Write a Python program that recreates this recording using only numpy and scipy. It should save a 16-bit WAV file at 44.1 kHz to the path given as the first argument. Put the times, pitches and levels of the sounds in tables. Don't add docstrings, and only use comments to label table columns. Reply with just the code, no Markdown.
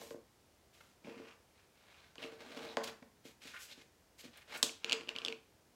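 import sys
import numpy as np
from scipy import signal
from scipy.fft import rfft, irfft
from scipy.io import wavfile
from scipy.ndimage import uniform_filter1d

SR = 44100
rng = np.random.default_rng(int(sys.argv[2]) if len(sys.argv) > 2 else 0)


def put_to_file(sound):
    columns = np.atleast_2d(sound).T
    safe = np.clip(columns, -1, 1)
    whole_steps = np.round(safe * 32767)
    wavfile.write(sys.argv[1], SR, whole_steps.astype(np.int16))


N = 253937
TIME_S = np.arange(N) / SR

# frequency in Hz, relative level in dB.
AIR_SPECTRUM = [(15, -44), (25, -19), (40, -9), (80, -4.5), (149, -10.5), (170, -10.5), (249, -11),
                (405, -11), (796, -16), (911, -15.5), (1100, -19.5), (2610, -23), (3820, -25), (5140, -24),
                (16000, -33.5)]
# frequency in Hz, T60 in s.
ROOM_T60 = [(150, 0.31), (500, 0.24), (1500, 0.4), (4000, 0.33), (8000, 0.27), (15000, 0.25)]
# frequency in Hz, relative level in dB.
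ROOM_COLOUR = [(100, -8), (250, 3), (450, 2), (700, 3.5), (1500, -2), (3000, -8.5), (7000, -1.5),
               (15000, -2.5)]
# frequency in Hz, gain before high-pass in dB, T60 in s.
ROOM_MODES = [(162, -64, 0.39), (210.3, -59.5, 0.73), (241.3, -55, 0.29), (293, -58.5, 0.18),
              (353.6, -47, 0.17), (446.4, -37, 0.22), (483, -60, 0.3), (559.3, -51, 0.35)]

# end of attack in seconds, speeding up in s, slowing down in s, level in dB.
SLEEVE_STROKES = [(1.53, 0.03, 0.061, -70.5), (1.78, 0.17, 0.13, -64.5)]
# end of attack in seconds, speeding up in s, slowing down in s,
# soft rub in dB before trim, fine hiss in dB before trim.
BRUSH_STROKES = [(0.0, 0.0092, 0.12, -65, -51.5), (.735, 0.0088, 0.19, -64.5, -67),
                 (2.838, 0.0021, 0.026, -44.5, -66), (3.252, 0.009, 0.056, -55.5, -56.5),
                 (3.42, 0.07, 0.078, -51, -61), (3.595, 0.035, 0.04, -60, -47.5),
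                 (3.69, 0.034, 0.011, -52, -62), (3.778, 0.043, 0.0075, -56.5, -73),
                 (4.19, 0.023, .005, -55, -51), (4.238, 0.0079, 0.036, -52.5, -74),
                 (4.49, 0.11, .005, -67, -62)]
# frequency in Hz, relative level in dB.
BRUSH_SPECTRUM = [(600, -9.5), (1500, -4.5), (2500, 2.5), (4000, 0), (5500, -3.5), (7400, -4.5),
                  (9000, -11.5), (12500, -10), (16000, -21)]
# start in seconds, length in s, rms before taper in dB, centre in Hz, width in octaves.
SCUFFS = [(.005, 0.041, -64, 2000, 0.1), (0.804, 0.014, -59.5, 1470, 0.83), (2.223, 0.024, -47, 2720, 0.22),
          (2.681, 0.046, -57, 3830, 0.19), (2.833, 0.017, -45.5, 3760, 0.86),
          (2.871, 0.015, -50, 4030, 0.58), (3.024, 0.0077, -59.5, 1900, 0.4),
          (3.466, 0.021, -54.5, 3200, 0.6), (3.533, 0.041, -50.5, 1590, 0.43),
          (3.559, 0.028, -52, 2300, 0.42), (3.707, 0.035, -56, 3600, 0.38),
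          (4.24, 0.017, -60.5, 3160, 0.67), (4.371, 0.0061, -60.5, 9500, 0.52),
          (4.408, 0.026, -62, 2220, 0.56), (4.527, 0.053, -51.5, 1780, 0.77), (4.569, 0.016, -53, 7500, .7)]
# end of attack in seconds, speeding up in s, slowing down in s,
# rasp in dB before trim, body in dB before trim.
SLIDE_STROKES = [(0.0, 0.007, 0.068, -62, -54), (2.19, 0.041, 0.049, -49.5, -54),
                 (2.31, 0.014, 0.041, -57, -56.5), (2.395, 0.008, 0.077, -52, -54),
                 (2.49, 0.081, 0.061, -49.5, -50.5), (2.63, 0.019, 0.092, -50.5, -51.5),
                 (2.865, .012, 0.018, -44, -51), (4.335, 0.045, 0.011, -54.5, -84),
                 (4.495, 0.062, 0.016, -43.5, -57)]
# frequency in Hz, relative level in dB.
RASP_SPECTRUM = [(350, -33), (600, -5), (661, -7), (717, -6.5), (1350, -3.5), (1960, -1.5), (2440, -1.5),
                 (4110, -4.5), (4910, -10), (11500, -30), (16000, -36)]
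# frequency in Hz, relative level in dB.
BODY_SPECTRUM = [(70, -37), (150, -11), (230, -1.5), (350, 1), (450, 0.5), (560, -9), (800, -8.5),
                 (1500, -30.5), (3000, -39)]
# end of attack in seconds, speeding up in s, slowing down in s,
# rasp in dB before trim, jar body in dB before trim.
RUB_STROKES = [(1.055, 0.019, 0.046, -56, -51.5), (1.14, 0.037, 0.063, -58.5, -56.5),
               (1.255, 0.013, 0.069, -58, -60.5), (4.815, 0.025, .01, -63, -78),
               (4.86, 0.041, 0.11, -48.5, -54.5), (5.09, 0.01, 0.012, -48.5, -53),
               (5.16, 0.013, 0.058, -52, -58), (5.255, 0.048, 0.017, -52, -51.5)]
# frequency in Hz, relative level in dB.
RUB_SPECTRUM = [(500, -43), (1000, 0), (2100, -3.5), (2600, 2), (3150, 0.5), (3600, -5), (5000, -8),
                (8000, -20.5), (16000, -57.5)]
# frequency in Hz, relative level in dB, T60 in s.
RIM_MODES = [(2800, 0, .005)]
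RIM_DB = -10

# attack in s, swell in dB, ease in dB, release in s.
SLEEVE_SHAPE = (0.13, 8.1, 3.9, 0.18)
BRUSH_SHAPE = (0.029, 3.3, 9.1, 0.03)
SLIDE_SHAPE = (0.057, 8.1, 7.3, 0.058)
RUB_SHAPE = (0.041, 2.1, 4.9, 0.067)
SILENT_DB = -39

# start in seconds, envelope peak before high-pass in dB, centre in Hz.
BUMPS = [(.111, -37.5, 410), (.1455, -38, 358), (.163, -51, 410), (1.052, -46.5, 223), (1.08, -42, 257),
         (1.168, -45, 280), (1.200, -40.5, 346), (2.245, -40, 340), (2.325, -44.5, 342), (3.022, -49, 216),
         (3.253, -45, 316), (3.453, -49.5, 295), (3.777, -50.5, 310), (4.240, -48.5, 340),
         (4.252, -44, 276), (4.631, -36.5, 259)]
# start in seconds, peak in dB, brightness in dB per octave.
KNOCKS = [(0.015, -43, 0.5), (0.107, -43, 4), (1.070, -43.5, -4), (2.156, -43, 6.5), (2.77, -24, 2.5),
          (2.817, -38, 0), (3.026, -51, 0.5)]
# frequency before pitch factor in Hz, relative level in dB, T60 in s.
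TABLE_MODES = [(237, -3.5, 0.027), (398, -8.5, 0.048), (540, -4, 0.032), (713, -3, 0.03),
               (869, -2.5, 0.022), (1080, -6.5, 0.039), (1293, -5, 0.01), (1620, 0.5, 0.0069),
               (1995, -1, 0.006), (3200, -1.5, 0.0029), (4800, -9.5, 0.0056), (6700, -11, 0.0018)]
KNOCK_SEND_DB = 0.7

# start in seconds, peak in dB, factor on the lid's pitch.
CLICKS = [(1.046, -45.5, 0.79), (2.182, -38.5, 0.99), (4.694, -33.5, 0.88), (4.8451, -20, 0.906),
          (4.8964, -22.5, 1), (4.912, -25, 0.91), (4.9216, -17, 0.93), (4.9287, -14.5, 1.03),
          (4.9331, -25.5, 0.83), (5.010, -35.5, 0.87), (5.034, -43, .97), (5.086, -38, 0.96),
          (5.0906, -23.5, 0.93), (5.1551, -37, 0.81), (5.1626, -27, 0.95), (5.1857, -28, 1.06),
          (5.2179, -35, 0.92), (5.2493, -21.5, 1.136), (5.2618, -27, 1.05), (5.283, -23.5, 0.96),
          (5.325, -29, .87)]
# frequency before pitch factor in Hz, relative level in dB, T60 in s.
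LID_MODES = [(346, -25.5, 0.017), (520, -23.5, 0.017), (1190, -23.5, 0.02), (2512, 1.5, 0.0083),
             (3074, 12, 0.006), (4080, 3.5, 0.0051), (4640, 4.5, 0.0057), (6530, -8.5, 0.0093),
             (7530, -8.5, 0.0074), (10010, -36, 0.0017)]
# frequency in Hz, relative level in dB, T60 in s.
JAR_MODES = [(334, -1.5, 0.037), (447, 1, 0.034)]
HARD_CLICK_DB, HARD_TILT_DB_PER_OCT, TILT_PER_DB = -17.5, 2.5, 0.55
THUD_GAIN_DB, THUD_PER_DB = -43.5, 1.2
REBOUND_MEAN_S, REBOUND_DB = 0.001002, -10.5
CLICK_SEND_DB = -5
TWIST_S = (4.88, 5.32)
FAINT_PER_S, FAINT_DB, FAINT_SPREAD_DB = 25, -42, 4
# frequency in Hz, relative level in dB.
SNAP_SPECTRUM = [(60, -46), (170, -22), (300, -13), (600, -12), (1200, -13), (2100, -14), (2650, -4),
                 (3250, 3), (3900, 1), (5000, -4), (7700, -5), (9500, -13), (12500, -19), (16000, -27)]

AIR_RMS_DB = -69
EDGE_HZ = 15900


def amp(db):
    return 10 ** (np.asarray(db) / 20)


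def unit(x):
    return x / np.sqrt(np.mean(x ** 2) + 1e-20)


def read(points, hz):
    f, value = np.transpose(points)
    return np.interp(np.log(hz + 1), np.log(f + 1), value)


def add(mix, start_s, sound):
    part = mix[max(round(start_s * SR), 0):][:len(sound)]
    part += sound[:len(part)]


def colour(x, spectrum):
    gain = amp(read(spectrum, np.fft.rfftfreq(len(x), 1 / SR)))
    return irfft(rfft(x) * gain, len(x))


def highpass(x, order, hz):
    return signal.sosfilt(signal.butter(order, hz, "high", fs=SR, output="sos"), x)


def ring(modes, pitch=1, tilt_db_per_oct=0):
    t = np.arange(SR // 2) / SR
    swing = np.zeros(len(t))
    for k, (hz, db, t60_s) in enumerate(modes):
        tilt_db = tilt_db_per_oct * np.log2(hz / modes[0][0])
        decay = amp(db + tilt_db - 60 * t / t60_s)
        swing += (-1) ** k * decay * np.sin(2 * np.pi * hz * pitch * t)
    return highpass(swing, 3, 170)


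def grit(size, per_s, spread_db, smooth):
    hits = rng.random(size) < per_s / SR
    signs = rng.choice([-1, 1], size)
    sizes = amp(spread_db * np.minimum(rng.exponential(1, size), 2))
    return unit(unit(hits * signs * sizes) + smooth * rng.standard_normal(size))


def follow(strokes, column, shape):
    attack_s, swell_db, ease_db, release_s = shape
    gain = np.zeros(N)
    for row in strokes:
        start_s, rise_s, fall_s = row[:3]
        corners_s = start_s - attack_s + np.cumsum([0, attack_s, rise_s, fall_s, release_s])
        level_db = np.interp(TIME_S, corners_s, [SILENT_DB, -swell_db, 0, -ease_db, SILENT_DB])
        gain += amp(row[column]) * (amp(level_db) - amp(SILENT_DB))
    return gain


def pulse(spectrum, size=4096):
    log_gain = np.log(amp(read(spectrum, abs(np.fft.fftfreq(size, 1 / SR)))))
    response = np.exp(np.conj(signal.hilbert(log_gain)))
    click = np.fft.ifft(response).real[:size // 2]
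    return click / abs(click).max()


def air():
    return amp(AIR_RMS_DB) * unit(colour(rng.standard_normal(N), AIR_SPECTRUM))


def room(x):
    taps = rng.standard_normal(SR // 2)
    hz, t, z = signal.stft(taps, SR, nperseg=256)
    decay_db = 60 * t / read(ROOM_T60, hz)[:, None]
    gain = amp(read(ROOM_COLOUR, hz)[:, None] - decay_db)
    tail = signal.istft(z * gain, SR, nperseg=256)[1][:len(taps)]
    build = np.clip(np.arange(len(taps)) / SR / 0.00056, 0, 1)
    return signal.fftconvolve(x, amp(-31.0) * tail * build)[:N]


def standing_waves(x):
    return signal.fftconvolve(x, ring(ROOM_MODES))[:N]


def uneven_slips():
    wander = uniform_filter1d(rng.standard_normal(N), size=300)
    wander = unit(uniform_filter1d(wander, size=200))
    return grit(N, per_s=900, spread_db=1, smooth=0.74) * amp(2 * wander.clip(-2, 2))


def sleeve(slips):
    return follow(SLEEVE_STROKES, 3, SLEEVE_SHAPE) * unit(colour(slips, RASP_SPECTRUM))


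def brushes():
    friction = unit(colour(grit(N, per_s=2500, spread_db=1.5, smooth=0.25), BRUSH_SPECTRUM))
    low = signal.sosfilt(signal.butter(1, 5000, fs=SR, output="sos"), friction)
    soft_rub = follow(BRUSH_STROKES, 3, BRUSH_SHAPE) * low
    fine_hiss = follow(BRUSH_STROKES, 4, BRUSH_SHAPE) * (friction - low)
    return amp(-2.0) * (soft_rub + fine_hiss)


def scuffs():
    out = np.zeros(N)
    for start_s, length_s, db, hz, octaves in SCUFFS:
        size = int(length_s * SR)
        away = np.log2((np.fft.rfftfreq(size, 1 / SR) + 1) / hz) / octaves
        slips = grit(size, per_s=1800, spread_db=2.5, smooth=0.35)
        rub = irfft(rfft(slips) / (1 + away ** 2), size)
        add(out, start_s, amp(db) * unit(rub) * signal.windows.tukey(size, .5))
    return out


def slides(slips):
    rasp = unit(colour(slips, RASP_SPECTRUM))
    body = unit(colour(slips, BODY_SPECTRUM))
    rasp_part = amp(-3.5) * follow(SLIDE_STROKES, 3, SLIDE_SHAPE) * rasp
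    return rasp_part + amp(-4) * follow(SLIDE_STROKES, 4, SLIDE_SHAPE) * body


def finger_rubs(slips):
    rim = unit(signal.fftconvolve(slips, ring(RIM_MODES))[:N])
    drag = unit(colour(slips, RUB_SPECTRUM)) + amp(RIM_DB) * rim
    body = unit(colour(slips, BODY_SPECTRUM))
    drag_part = amp(-4.0) * follow(RUB_STROKES, 3, RUB_SHAPE) * drag
    return drag_part + amp(-6.5) * follow(RUB_STROKES, 4, RUB_SHAPE) * body


def bumps(cycles=0.41):
    out, t = np.zeros(N), np.arange(SR // 10) / SR
    for start_s, db, hz in BUMPS:
        u = t * hz / cycles
        add(out, start_s, amp(db) * u * np.exp(1 - u) * np.cos(2 * np.pi * hz * t))
    return highpass(out, 2, 120)


def knocks():
    out = np.zeros(N)
    for start_s, db, tilt_db_per_oct in KNOCKS:
        knock = ring(TABLE_MODES, 0.99, tilt_db_per_oct)
        add(out, start_s, knock * amp(db) / abs(knock).max())
    return np.array([out, amp(KNOCK_SEND_DB) * out])


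def faint_slips():
    start_s, end_s = TWIST_S
    span_s = end_s - start_s
    draws = rng.random((round(FAINT_PER_S * span_s), 3))
    return [(start_s + span_s * when, FAINT_DB + FAINT_SPREAD_DB * (2 * size - 1), .85 + .25 * pitch)
            for when, size, pitch in draws]


def clicks():
    out, thud = np.zeros(N), ring(JAR_MODES)
    for start_s, db, pitch in list(CLICKS) + faint_slips():
        force_db = db - HARD_CLICK_DB
        click = ring(LID_MODES, pitch, HARD_TILT_DB_PER_OCT + TILT_PER_DB * force_db)
        click *= amp(db) / abs(click).max()
        rebound_s = REBOUND_MEAN_S * rng.uniform(.5, 1.5)
        add(out, start_s, click)
        add(out, start_s + rebound_s, amp(REBOUND_DB) * click)
        add(out, start_s, amp(THUD_GAIN_DB + THUD_PER_DB * force_db) * thud)
    return np.array([out, amp(CLICK_SEND_DB) * out])


def snap(start_s=4.6287, db=-8, chatter_db=-15.5, chatter_decay_s=.0022, send_db=3):
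    crack = amp(db) * pulse(SNAP_SPECTRUM)
    t = np.arange(len(crack)) / SR
    chatter = amp(chatter_db) * rng.standard_normal(len(t)) * np.exp(-t / chatter_decay_s)
    out = np.zeros((2, N))
    add(out[0], start_s, crack)
    add(out[0], start_s + .0003, signal.fftconvolve(chatter, crack))
    add(out[1], start_s, amp(send_db) * crack)
    return out


def scene():
    slips = uneven_slips()
    soft = sleeve(slips) + brushes() + scuffs() + slides(slips) + finger_rubs(slips) + bumps()
    blows, send = knocks() + clicks() + snap()
    boom = standing_waves(send + amp(-6.5) * soft)
    return (blows + soft + room(send + soft) + boom + air())[None]


def record(dry):
    thin = highpass(dry, 2, 45)
    lowpass = signal.firwin(511, EDGE_HZ, window=("kaiser", 9), fs=SR)
    return signal.oaconvolve(thin, lowpass[None], "same")


dry = scene()
out = record(dry)
put_to_file(out)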